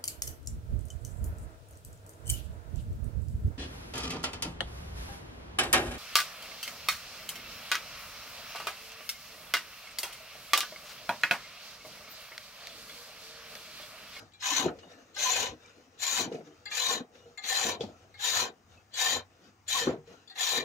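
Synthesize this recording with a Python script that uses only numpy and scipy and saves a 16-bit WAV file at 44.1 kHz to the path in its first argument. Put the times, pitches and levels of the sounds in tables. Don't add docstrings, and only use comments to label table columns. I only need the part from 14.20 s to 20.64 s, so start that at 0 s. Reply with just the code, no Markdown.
import sys
import numpy as np
from scipy import signal
from scipy.fft import rfft, irfft, next_fast_len
from scipy.io import wavfile
from scipy.ndimage import uniform_filter1d, map_coordinates

SR = 44100
rng = np.random.default_rng(int(sys.argv[2]) if len(sys.argv) > 2 else 0)


def elevation(decibels):
    levels = np.asarray(decibels, float)
    return 10 ** (levels / 20)


def output_pcm(signal):
    pcm = np.clip(np.atleast_2d(signal).T, -1, 1) * 32767
    wavfile.write(sys.argv[1], SR, np.round(pcm).astype(np.int16))


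N = 284000
MS = np.arange(0, N / SR + .002, .001)

# f/Hz, level/dB per Hz
AIR = [(15, -58.5), (25, -14), (84, -2.5), (326, -1), (489, -7), (560, -17.5), (734, 2), (962, -4),
       (1330, -2), (3520, -14.5), (6380, -13), (10400, -29), (13600, -37.5), (14600, -25.5), (15400, -17),
       (16000, -27)]
# f/Hz, t60/s
SHED = [(200, 0.097), (2000, 0.19), (10000, 0.022)]
# f/Hz, left re right/dB
LEAN = [(60, 6), (110, 0), (200, 1), (380, 3.5), (700, 0.5), (1290, 1), (2380, 1), (4400, 6.5), (8120, 9),
        (15000, 14)]
# f/Hz, correlation/1
ALIKE = [(60, 0.93), (300, 0.93), (700, 0.62), (1500, .35), (4000, 0.45), (5300, 0.25), (5900, .82),
         (7300, .78), (7900, .12)]
# f/Hz, left lead/rad
TURN = [(20, 0), (600, .4), (1290, 1.1), (1550, 3), (1850, 6.3), (3000, 6.3), (3360, 8.8), (3750, 10.6),
        (4400, 9.6), (5100, 12.2), (5700, 12.57)]

# f/Hz, width/Hz, level/dB
BEAMS = [(154.4, 25, -6.5), (245.5, 112, -1.5), (382, 202, -2), (467.7, 66, 0), (655, 105, -5.5),
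         (780, 251, -9.5)]
# t of full load/s, rumble level/dB, build-up/s, let-go/s, pole drone level/dB
LOADS = [(0.02, -55, 0.11, 0.089, -60.5), (0.474, -37, 0.12, 0.096, -49), (0.56, -59.5, 0.1, 1, -57),
         (1.22, -46, 0.2, 0.16, -54), (1.3, -61, 0.092, 0.079, -53), (1.6, -66, 0.16, 0.097, -93),
         (2.03, -42.5, 0.11, 0.32, -54), (2.15, -42.5, 0.15, 0.13, -68), (2.77, -45.5, 0.14, 0.16, -62),
         (2.99, -64, 0.067, 0.27, -72), (3.5, -43, 0.14, 0.14, -57), (3.641, -45.5, 0.12, 0.2, -51.5),
         (4.18, -51, 0.11, 0.26, -56), (4.56, -65, 0.16, 0.13, -77), (5.27, -63.5, .15, 0.094, -74),
         (4.969, -49.5, 0.18, 0.058, -51.5), (5.702, -38.5, 0.13, 0.095, -46), (5.9, -59, 0.054, 0.23, -63),
         (6.44, -39.5, 0.15, 0.1, -57)]
IDLE_RUMBLE_DB, IDLE_DRONE_DB, DRONE_BUILD_S, DRONE_FADE_S = -80, -72, 0.15, 0.088
SWELL_DB = 25
# f/Hz, level/dB per Hz
CORD = [(290, -34), (500, 6.5), (538, -3.5), (933, -14.5), (1340, -2), (2130, -12.5), (2770, -8.5),
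        (3390, -15.5), (3750, -11), (4090, -14.5), (6420, -15), (9000, -34.5), (11000, -35.5), (16000, -40)]
# t of hardest rub/s, level/dB, build-up/s, let-go/s
RUBS = [(0.0, -60, 0.16, 0.17), (0.133, -78.5, 0.033, 0.3), (0.725, -61.5, 0.44, 0.56),
        (1.47, -65.5, 0.68, 1), (2.146, -57, 0.14, 0.12), (2.25, -65.5, 0.05, 0.68),
        (2.958, -62.5, 0.054, 0.45), (3.608, -50.5, 0.014, 0.091), (3.7, -67, 0.1, 0.96),
        (4.544, -65, 0.18, 0.21), (5.28, -66, 0.37, 0.13), (5.876, -63.5, 0.042, 0.5)]
# t/s, length/s, f/Hz, level/dB
CENTRE = [(0.246, 0.29, 278, -56.5), (0.618, 0.16, 3700, -69), (0.616, 0.088, 2900, -71.5),
          (1.392, 0.12, 3680, -63), (1.44, .07, 1655, -69), (1.44, .04, 2350, -69), (0.718, .06, 2780, -68),
          (1.6, 0.12, 241, -62), (1.64, 0.06, 2600, -71), (2.305, .04, 3150, -70.5),
          (2.972, .06, 5550, -69), (2.97, .06, 3930, -69), (3.0, 0.076, 2890, -72),
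          (4.498, 0.16, 2590, -76), (5.226, .09, 4670, -68)]
# t/s, level/dB, f/Hz, width/Hz, t60/s
SLAPS = [(0.586, -49.5, 2300, 4770, 0.1), (1.459, -43.5, 6900, 7900, 0.017),
         (2.122, -41, 2600, 3940, 0.044), (2.95, -53, 2000, 3000, 0.051), (3.606, -40, 3700, 3000, 0.18),
         (3.607, -28, 3420, 300, 0.035), (5.67, -27, 1250, 660, 0.065), (5.69, -40, 1050, 1450, 0.22),
         (0.48, -29, 1330, 600, .06), (0.12, -54, 3100, 3000, 0.032), (2.271, -52, 1600, 2500, 0.044),
         (2.148, -46, 2500, 900, 0.055), (2.7, -39, 1550, 400, 0.052), (2.207, -50, 1600, 1200, .04),
         (0.63, -45, 710, 900, 0.047), (5.101, -56, 1100, 1500, 0.039), (5.873, -57, 2600, 5040, 0.063)]
# t/s, peak level/dB, loudest f/Hz, t60/s
KNOCKS = [(0.397, -17.5, 826, 0.049), (0.459, -7, 350, 0.064), (0.471, -11, 575, 0.028),
          (0.482, -23, 366, 0.071), (0.506, -30, 320, 0.095), (0.552, -28, 516, 0.043),
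          (0.584, -36, 470, 0.052), (1.266, -27, 470, 0.039), (1.32, -34, 308, 0.14),
          (1.582, -46.5, 496, 0.065), (1.995, -23, 676, 0.054), (2.076, -19, 213, 0.052),
          (2.117, -17, 445, 0.04), (2.147, -18.5, 438, 0.075), (2.207, -27, 518, 0.034),
          (2.267, -37, 298, 0.25), (2.71, -23, 443, 0.07), (2.806, -18.5, 238, 0.032),
          (2.951, -44, 520, 0.072), (3.056, -40.5, 474, 0.32), (3.451, -18, 705, 0.039),
          (3.594, -32, 506, 0.13), (3.608, -10, 453, 0.039), (3.687, -27.5, 683, 0.051),
          (4.218, -26, 759, 0.16), (4.411, -60, 424, 0.063), (4.943, -24, 730, 0.062),
          (4.958, -23, 800, 0.091), (4.975, -27, 620, 0.075), (5.615, -25.5, 472, 0.17),
          (5.6702, -6, 370, 0.063), (5.6755, -10.5, 326, 0.06), (5.69, -8, 504, 0.051),
          (5.709, -17, 650, 0.044), (5.737, -22, 683, 0.053), (5.72, -25, 396, 0.068),
          (5.752, -21, 365, 0.051), (5.781, -35, 150, 0.19), (5.875, -34, 468, 0.065),
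          (6.379, -20, 500, 0.087)]

# f/Hz, width/Hz, level/dB
REST = [(813, 16, -4), (1223, 11.5, -2.5), (1662, 34, -2), (2036, 42, -13.5), (2760, 31, -10.5),
        (3368, 36, 1), (4300, 70, 2), (4630, 56, -9.5), (7200, 97, -9)]
# t/s, peak level/dB, low f/Hz, high f/Hz, high re low/dB
TAPS = [(0.1341, -53, 2370, 4000, 3), (0.201, -49, 2490, 5160, 9), (0.2217, -37, 1560, 6840, -11),
        (0.943, -48, 3400, 7200, 4), (0.961, -37, 1560, 5070, -15), (1.79, -46, 1780, 7140, -1),
        (2.4559, -38, 2070, 4660, -6.5), (2.512, -32.5, 2390, 6460, -7), (3.1745, -39.5, 2100, 3450, -9),
        (3.236, -36.5, 1950, 3900, -1), (3.9408, -50, 2150, 3810, -11), (3.992, -41, 3520, 6200, -7),
        (4.738, -39.5, 3450, 7330, 17), (5.478, -31, 2470, 7140, 19), (6.075, -55, 1800, 3720, 7),
        (6.097, -46.5, 1900, 3630, 5), (6.114, -52.5, 1910, 3800, -5), (6.1534, -43, 1910, 6660, -9)]
TAP_T60_S, TAP_HIGH_DAMPS = 0.089, 0.026
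TICK_DB, TICK_T60_S = -27, 0.035
# t/s, f/Hz, peak level/dB, t60/s
CATCHES = [(2.456, 1680, -44, .2), (2.459, 2116, -45, .15), (2.455, 3456, -50, .07),
           (2.459, 4064, -46, .07), (2.455, 7138, -48, .08), (2.455, 4700, -51, .06),
           (2.475, 4660, -47, .08), (2.475, 2756, -48, .1), (2.478, 1254, -53, .15),
           (2.476, 1680, -47, .15), (2.474, 4100, -48, .06), (3.174, 2110, -40, .13),
           (3.176, 1701, -44, .2), (3.178, 4156, -46, .11), (3.175, 7090, -47, .12), (3.178, 759, -54, .4),
           (3.177, 3817, -54, .11), (3.94, 2120, -55, .15), (3.94, 3860, -59, .15), (3.222, 4100, -51, .05),
           (6.075, 3505, -51, .09), (6.075, 4727, -56, .07), (6.076, 7144, -57, .06),
           (6.094, 4180, -57, .09), (6.099, 4700, -53, .1), (6.104, 760, -57, .3), (6.112, 1620, -54, .12),
           (4.734, 4600, -50, .15), (4.734, 3450, -54, .1)]
# t/s, length/s, f/Hz, level/dB
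SINGS = [(0.205, .04, 5240, -44.5), (0.22, 0.068, 1020, -42.5), (0.293, 0.074, 1020, -40.5),
         (0.425, .04, 1001, -43), (1.03, 0.1, 1020, -37.5), (1.17, 0.044, 801, -47), (4.8, .07, 2390, -47),
         (2.57, 0.23, 3830, -38), (2.64, 0.099, 1060, -38), (3.235, .04, 780, -42.5),
         (3.29, 0.19, 774, -44), (.225, 0.1, 1620, -46), (4.03, 0.062, 780, -42),
         (4.765, 0.035, 6140, -37.5), (4.929, .06, 7100, -41), (0.957, 0.028, 5240, -52),
         (0.973, .05, 606, -44), (1.106, 0.048, 7040, -39.5), (1.835, 0.14, 1056, -40),
         (1.86, 0.15, 3830, -37), (3.28, 0.044, 4100, -34), (3.398, 0.094, 3110, -44),
         (4.111, 0.07, 4585, -34), (5.493, 0.081, 3830, -31), (5.53, 0.08, 1060, -39),
         (5.51, .04, 3090, -42), (5.57, 0.094, 3120, -44), (5.55, .025, 3830, -37),
         (5.52, 0.045, 2400, -44), (6.152, 0.081, 757, -45.5), (6.164, 0.056, 1830, -45.5)]

# t of bite/s, run-up/s, full speed/s, run-down/s, shaving level/dB
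STROKES = [
    (0.211, 0.055, 0.14, 0.13, -32.5),
    (0.95, 0.062, 0.21, 0.15, -32),
    (1.782, 0.049, 0.18, 0.1, -34.5),
    (2.494, 0.074, 0.17, 0.11, -34),
    (3.223, 0.072, 0.2, 0.099, -33),
    (3.982, 0.064, 0.17, 0.11, -31.5),
    (4.733, 0.072, 0.13, 0.11, -31.5),
    (5.471, 0.034, 0.092, 0.18, -33.5),
    (6.151, 0.057, 0.17, 0.094, -32.5),
]
# t of a meeting/s, rate/Hz, depth/dB, reach of the gouge/1
GRAIN = [
    (0.252, 65, -2, 0.76),
    (1.033, 29.1, 1, 0.53),
    (1.83, 21, 1, 0.28),
    (2.528, 43.5, 2, 0.08),
    (3.298, 36, 1.3, 0.17),
    (4.055, 54, -0.5, 0.07),
    (4.788, 46, 0.1, 0.09),
    (5.509, 45.6, 2, 0.17),
    (6.2, 36.7, -1.2, 0),
]
# edge re shaving/dB, spindle re shaving/dB, centres re shaving/dB
HOLDS = [
    (-6, -8, -31),
    (-6, -12.5, -15.5),
    (-2.5, -10.5, -25),
    (-4, -9.5, -17.5),
    (-4, -9, -16.5),
    (-3.5, -9.5, -18),
    (-3.5, -8, -20),
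    (-3.5, -12, -20),
    (-3.5, -8.5, -20.5),
]
FEED = [
    0.86,
    1.12,
    1.13,
    1.03,
    1,
    1.1,
    1,
    1.07,
    1.17,
]
CREEP = 0.17
REACH_WANDERS = 0.15
SHAVE_LAW, EDGE_LAW = (1.21, 2.28, -0.0546), (1.72, 3.37, -1.1)
SPINDLE_LAW, CENTRES_LAW = (1.7, 1.63, 5.3), (0.81, 1, 13)
# f/Hz, width/Hz, level/dB
TOOL = [(747, 54, -7.5), (1056, 33, -4.5), (1780, 87, -6.5), (2390, 30, -0.5), (2780, 40, -16),
        (3110, 20, 1), (3450, 260, -8), (3800, 26.8, 5.5), (4060, 82, -4), (4585, 61, -1.5),
        (5300, 29, -23), (6046, 51, -3.5), (6684, 97, -8.5), (7140, 86, -2)]
# f/Hz, width/Hz, level/dB
TOOL_OUT = [(759, 38, -9.5), (1020, 21, -5), (1560, 30, -11.5), (1803, 17, -7), (2464, 100, -7),
            (2780, 29, -1.5), (3080, 200, -10), (3404, 36, -2), (3830, 146, 0.5), (4530, 150, -19),
            (5250, 40, -12.5), (6178, 143, 10.5), (6570, 120, 2.5), (7040, 76, 11.5)]
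# f/Hz, width/Hz, level/dB
CENTRES_RING = [(504, 24, -10)]
# f/Hz, level/dB per Hz
SHAVING = [(180, -86), (300, -30.5), (499, -2), (588, -5), (753, -10), (1360, -5), (1740, 0), (5200, -3.5),
           (6880, -3.5), (8000, -39), (10400, -52), (17600, -120)]
# f/Hz, level/dB per Hz
SIZZLE = [(4470, -43.5), (7600, -2), (7880, -49.5), (8360, -11.5), (9360, -4.5), (10100, -13),
          (11000, -6.5), (13600, -14.5), (14900, -5), (15800, -11)]


def unit(x):
    return x / np.sqrt(np.mean(x ** 2) + 1e-20)


def along(points, hz):
    f, v = np.transpose(points)
    return np.interp(np.log(hz + 1), np.log(f + 1), v)


def smooth(per_ms):
    return np.interp(np.arange(N) / SR, MS, per_ms)


def wobble(rate):
    knots = rng.standard_normal(int(N * rate / SR) + 5)
    return smooth(map_coordinates(knots, [MS * rate]))


def flutter(t, rate):
    return map_coordinates(rng.standard_normal(40), [rate * t])


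def add_at(out, s, sound):
    start = round(s * SR)
    out[..., start:start + sound.shape[-1]] += sound


def row_at(table, t):
    return np.clip(np.searchsorted(np.array(table)[:, 0] - .1, t) - 1, 0, None)


def filtered(x, response, lo_hz=0, hi_hz=0):
    m = next_fast_len(N + SR // 2)
    hz = np.fft.rfftfreq(m, 1 / SR)
    gain = response(hz)
    if hi_hz:
        band = (hz > lo_hz) & (hz < hi_hz)
        gain = gain / np.sqrt(np.sum(np.abs(gain[band]) ** 2) / len(hz))
    return irfft(rfft(x, m) * gain, m)[..., :N]


def resonances(modes, f):
    total = 0
    for k, (centre_hz, width, db) in enumerate(modes):
        damping = 1j * f * width
        total = total + (-1) ** k * elevation(db) * damping / (centre_hz ** 2 - f * f + damping)
    return total


def rush(patchy_db, size=14):
    z = signal.stft(rng.standard_normal((2, N)), nperseg=512)[2]
    field = uniform_filter1d(rng.standard_normal(z.shape[1:]), size=2, axis=0)
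    field = uniform_filter1d(field, size=size, axis=1)
    pair = signal.istft(z * elevation(patchy_db * unit(field)), nperseg=512)[1][:, :N]

    def mid_and_side(hz):
        angle = np.arccos(np.clip(along(ALIKE, hz), -1, 1)) / 2
        return np.array([np.cos(angle), np.sin(angle)])
    mid, side = filtered(pair, mid_and_side)
    return unit(np.array([mid + side, mid - side]))


def swells(rows):
    power = 0
    for s, db, rise, fall in rows:
        distance = np.where(MS < s, (s - MS) / max(rise, .01), (MS - s) / max(fall, .01))
        power = power + elevation(2 * (db - SWELL_DB * distance))
    return smooth(np.sqrt(power))


def still_air():
    return filtered(elevation(-68) * rush(patchy_db=1.5), lambda f: elevation(along(AIR, f)), 25, 15770)


def shed(x):
    hz, t, z = signal.stft(rng.standard_normal((2, SR // 3)), SR, nperseg=256)
    alike = np.clip(along(ALIKE, hz), 0, 1)[:, None]
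    z[1] = alike * z[0] + np.sqrt(1 - alike ** 2) * z[1]
    decay = elevation(-60 * t / along(SHED, hz)[:, None])
    tail = signal.istft(z * decay, SR, nperseg=256)[1]
    return signal.fftconvolve(x, tail / np.linalg.norm(tail[0]), axes=1)[:, :N]


def frame():
    rumble = swells([load[:4] for load in LOADS]) + elevation(IDLE_RUMBLE_DB + wobble(7.5))
    drone = swells([(s, db, DRONE_BUILD_S, DRONE_FADE_S) for s, *_, db in LOADS])
    drone = drone + elevation(IDLE_DRONE_DB + 4 * wobble(8))
    lumps = rush(patchy_db=3.5) * unit(elevation(2.04 * wobble(70) + 2.6 * wobble(25)))
    beams = filtered(lumps * rumble * elevation(3.0), lambda f: resonances(BEAMS, f), 130, 590)
    hum = rush(patchy_db=0.0) * drone * elevation(0.5)
    pole = filtered(hum, lambda f: resonances([(92.8, 17.4, 0)], f), 65, 160)
    return beams + pole


def cord():
    rub = rush(patchy_db=3.5) * unit(elevation(1.47 * wobble(30))) * swells(RUBS) * elevation(4.5)

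    def response(f):
        stirred = elevation(-21) * resonances(TOOL, f) / (1 + (f / 7800) ** 16)
        return elevation(along(CORD, f)) + stirred
    return filtered(rub, response, 980, 8400)


def fluttering(rows):
    out = np.zeros(N + SR)
    for s, length, hz, db in rows:
        t = np.arange(round(length * SR)) / SR
        level = elevation(db + 6.9 * flutter(t, 60)) * np.sin(np.pi * t / length)
        add_at(out, s, level * np.sin(2 * np.pi * hz * t + 1.1 * flutter(t, 80)))
    return out[:N]


def centre():
    return fluttering(CENTRE)


def slaps():
    out, t = np.zeros((2, N + SR)), np.arange(SR // 4) / SR
    f = np.fft.rfftfreq(len(t), 1 / SR)
    for s, db, hz, width, t60 in SLAPS:
        body = resonances([(hz, width, 0)], f) ** 2 / (1 + (f / 7600) ** 12)
        puff = irfft(rfft(rng.standard_normal((2, len(t)))) * body, len(t))
        add_at(out, s, elevation(db - 60 * t / t60) * (1 - np.exp(-t / .003)) * unit(puff))
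    return out[:, :N]


def knocks():
    out, t = np.zeros((2, N + SR)), np.arange(SR // 4) / SR
    for s, db, top_hz, t60 in KNOCKS:
        ring = np.sin(2 * np.pi * top_hz * t)
        for hz, _, level in BEAMS:
            strength = elevation(level - 6 + rng.normal(0, 3.8))
            ring = ring + strength * np.sin(2 * np.pi * hz * t + rng.uniform(0, 0.12, (2, 1)))
        envelope = elevation(-60 * t / max(t60, .01)) * (1 - np.exp(-t / 0.002))
        add_at(out, s, elevation(db - 11.0) * ring * envelope)
    return filtered(out[:, :N], lambda f: (1j * f / (80 + 1j * f)) ** 2)


def catches():
    out, t = np.zeros(N + SR), np.arange(SR // 8) / SR
    for s, hz, db, t60 in CATCHES:
        level = elevation(db - 60 * t / t60 + 3 * flutter(t, 150)) * (1 - np.exp(-t / .0015))
        add_at(out, s, level * np.sin(2 * np.pi * hz * t + .7 * flutter(t, 150)))
    return out[:N] * elevation([[2.5], [-5]])


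def taps():
    out, t = np.zeros((2, N + SR)), np.arange(SR // 4) / SR
    f = np.fft.rfftfreq(len(t), 1 / SR)
    soft = 1 / (1 + 1j * f / 8000) ** 2
    for s, db, low_hz, high_hz, high_db in TAPS:
        skid = np.exp(-t / 0.018) * (1 - np.exp(-t / 0.0013))
        burst = rng.standard_normal((2, len(t))) * skid
        burst[1] = .8 * burst[0] + .6 * burst[1]
        width = np.log(1000) / np.pi / (TAP_T60_S * np.exp(-TAP_HIGH_DAMPS * high_db))
        modes = []
        for hz, w, level in REST:
            tilt_db = high_db if hz > 3000 else 0
            modes.append((hz, w, level - 2 + rng.normal(0, 2.7) + tilt_db))
        modes += [(low_hz, 1.3 * width, 0), (high_hz, 2.5 * width, high_db + 1)]
        ring = irfft(rfft(burst) * soft * (resonances(modes, f) + elevation(-51)), len(t))
        tick = elevation(TICK_DB - 60 * t / TICK_T60_S) * rng.standard_normal((2, len(t)))
        add_at(out, s, elevation(db + 6.5) * (ring / np.abs(ring).max() + tick))
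    return out[:, :N]


def singing_modes():
    return fluttering(SINGS)


def spin(law, trims_db=np.zeros(len(STROKES))):
    starting, stopping, deepens_db = law
    stroke = row_at(STROKES, MS)
    s, rise, hold, fall, db = np.transpose(STROKES)[:, stroke]
    creep = CREEP * np.logaddexp(0, (MS - s) / rise / CREEP)
    up = np.clip(creep, 1e-4, 1)
    down = np.clip((s + rise + hold + fall - MS) / fall, 1e-4, 1)
    depth = np.clip((MS - s - rise) / hold, 0, 1) - .5
    speed = up ** (starting * np.array(FEED)[stroke]) * down ** stopping
    return smooth(db + trims_db[stroke] + deepens_db * depth + 20 * np.log10(speed))


def gouge():
    edge_trim, spindle_trim, centres_trim = np.transpose(HOLDS)
    shave_db = spin(SHAVE_LAW)
    edge_db = spin(EDGE_LAW, edge_trim) - shave_db
    spindle_db = spin(SPINDLE_LAW, spindle_trim) - shave_db
    t = np.arange(N) / SR
    s, rate, depth_db, reach = np.transpose(GRAIN)[:, row_at(GRAIN, t)]
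    throb_db = depth_db * np.cos(2 * np.pi * rate * (t - s) + 0.33 * wobble(5.0))
    tear = rush(patchy_db=3, size=8) * unit(elevation(throb_db + 1.3 * wobble(400) + 0.7 * wobble(60)))

    deep = lambda f: 1 / (1 + (f / 640) ** 8)
    low = lambda f: 1 / (1 + (f / 1350) ** 8)
    high = lambda f: 1 - 1 / (1 + (f / 5000) ** 8)

    chips = tear * elevation(shave_db + 1.15 * edge_db - 14)
    out = filtered(chips, lambda f: elevation(along(SIZZLE, f)), 8950, 13000)
    centres = lambda f: deep(f) * (elevation(along(SHAVING, f)) + resonances(CENTRES_RING, f))
    out += filtered(tear * elevation(spin(CENTRES_LAW, centres_trim)), centres, 300, 640)

    reach = np.clip(reach + REACH_WANDERS * wobble(9), 0, 1)
    grid = np.fft.rfftfreq(next_fast_len(N + SR // 2), 1 / SR)
    hiss = elevation(-13 + along(SHAVING, grid))
    for modes, share in ((TOOL, 1 - reach), (TOOL_OUT, reach)):
        damped = [(hz, max(width, 42), db) for hz, width, db in modes]
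        body = resonances(damped, grid) + hiss
        drive = tear * np.sqrt(share) * elevation(shave_db - 0.5)
        out += filtered(drive * elevation(spindle_db), lambda f: body * (low(f) - deep(f)), 600, 1300)
        out += filtered(drive, lambda f: body * (1 - low(f) - high(f)), 1400, 5000)
        out += filtered(drive * elevation(edge_db), lambda f: body * high(f), 5000, 7600)
    return out


def scene():
    lathe = gouge() + singing_modes() + taps() + catches() + knocks() + slaps() + centre()
    echo = elevation(-13) * shed(lathe)
    return lathe + echo + frame() + cord() + still_air()


def roll_off(x):
    return signal.sosfilt(signal.butter(12, 16410, fs=SR, output="sos"), x)


def record(dry):
    side = np.array([[1], [-1]])

    def ports(hz):
        level = elevation(side * along(LEAN, hz) / 2)
        phase = np.exp(.5j * side * along(TURN, hz))
        return level * phase * np.clip((15800 - hz) / 250, 0, 1)
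    mix = filtered(dry, ports)
    return roll_off(mix)


dry = scene()
out = record(dry)
output_pcm(out)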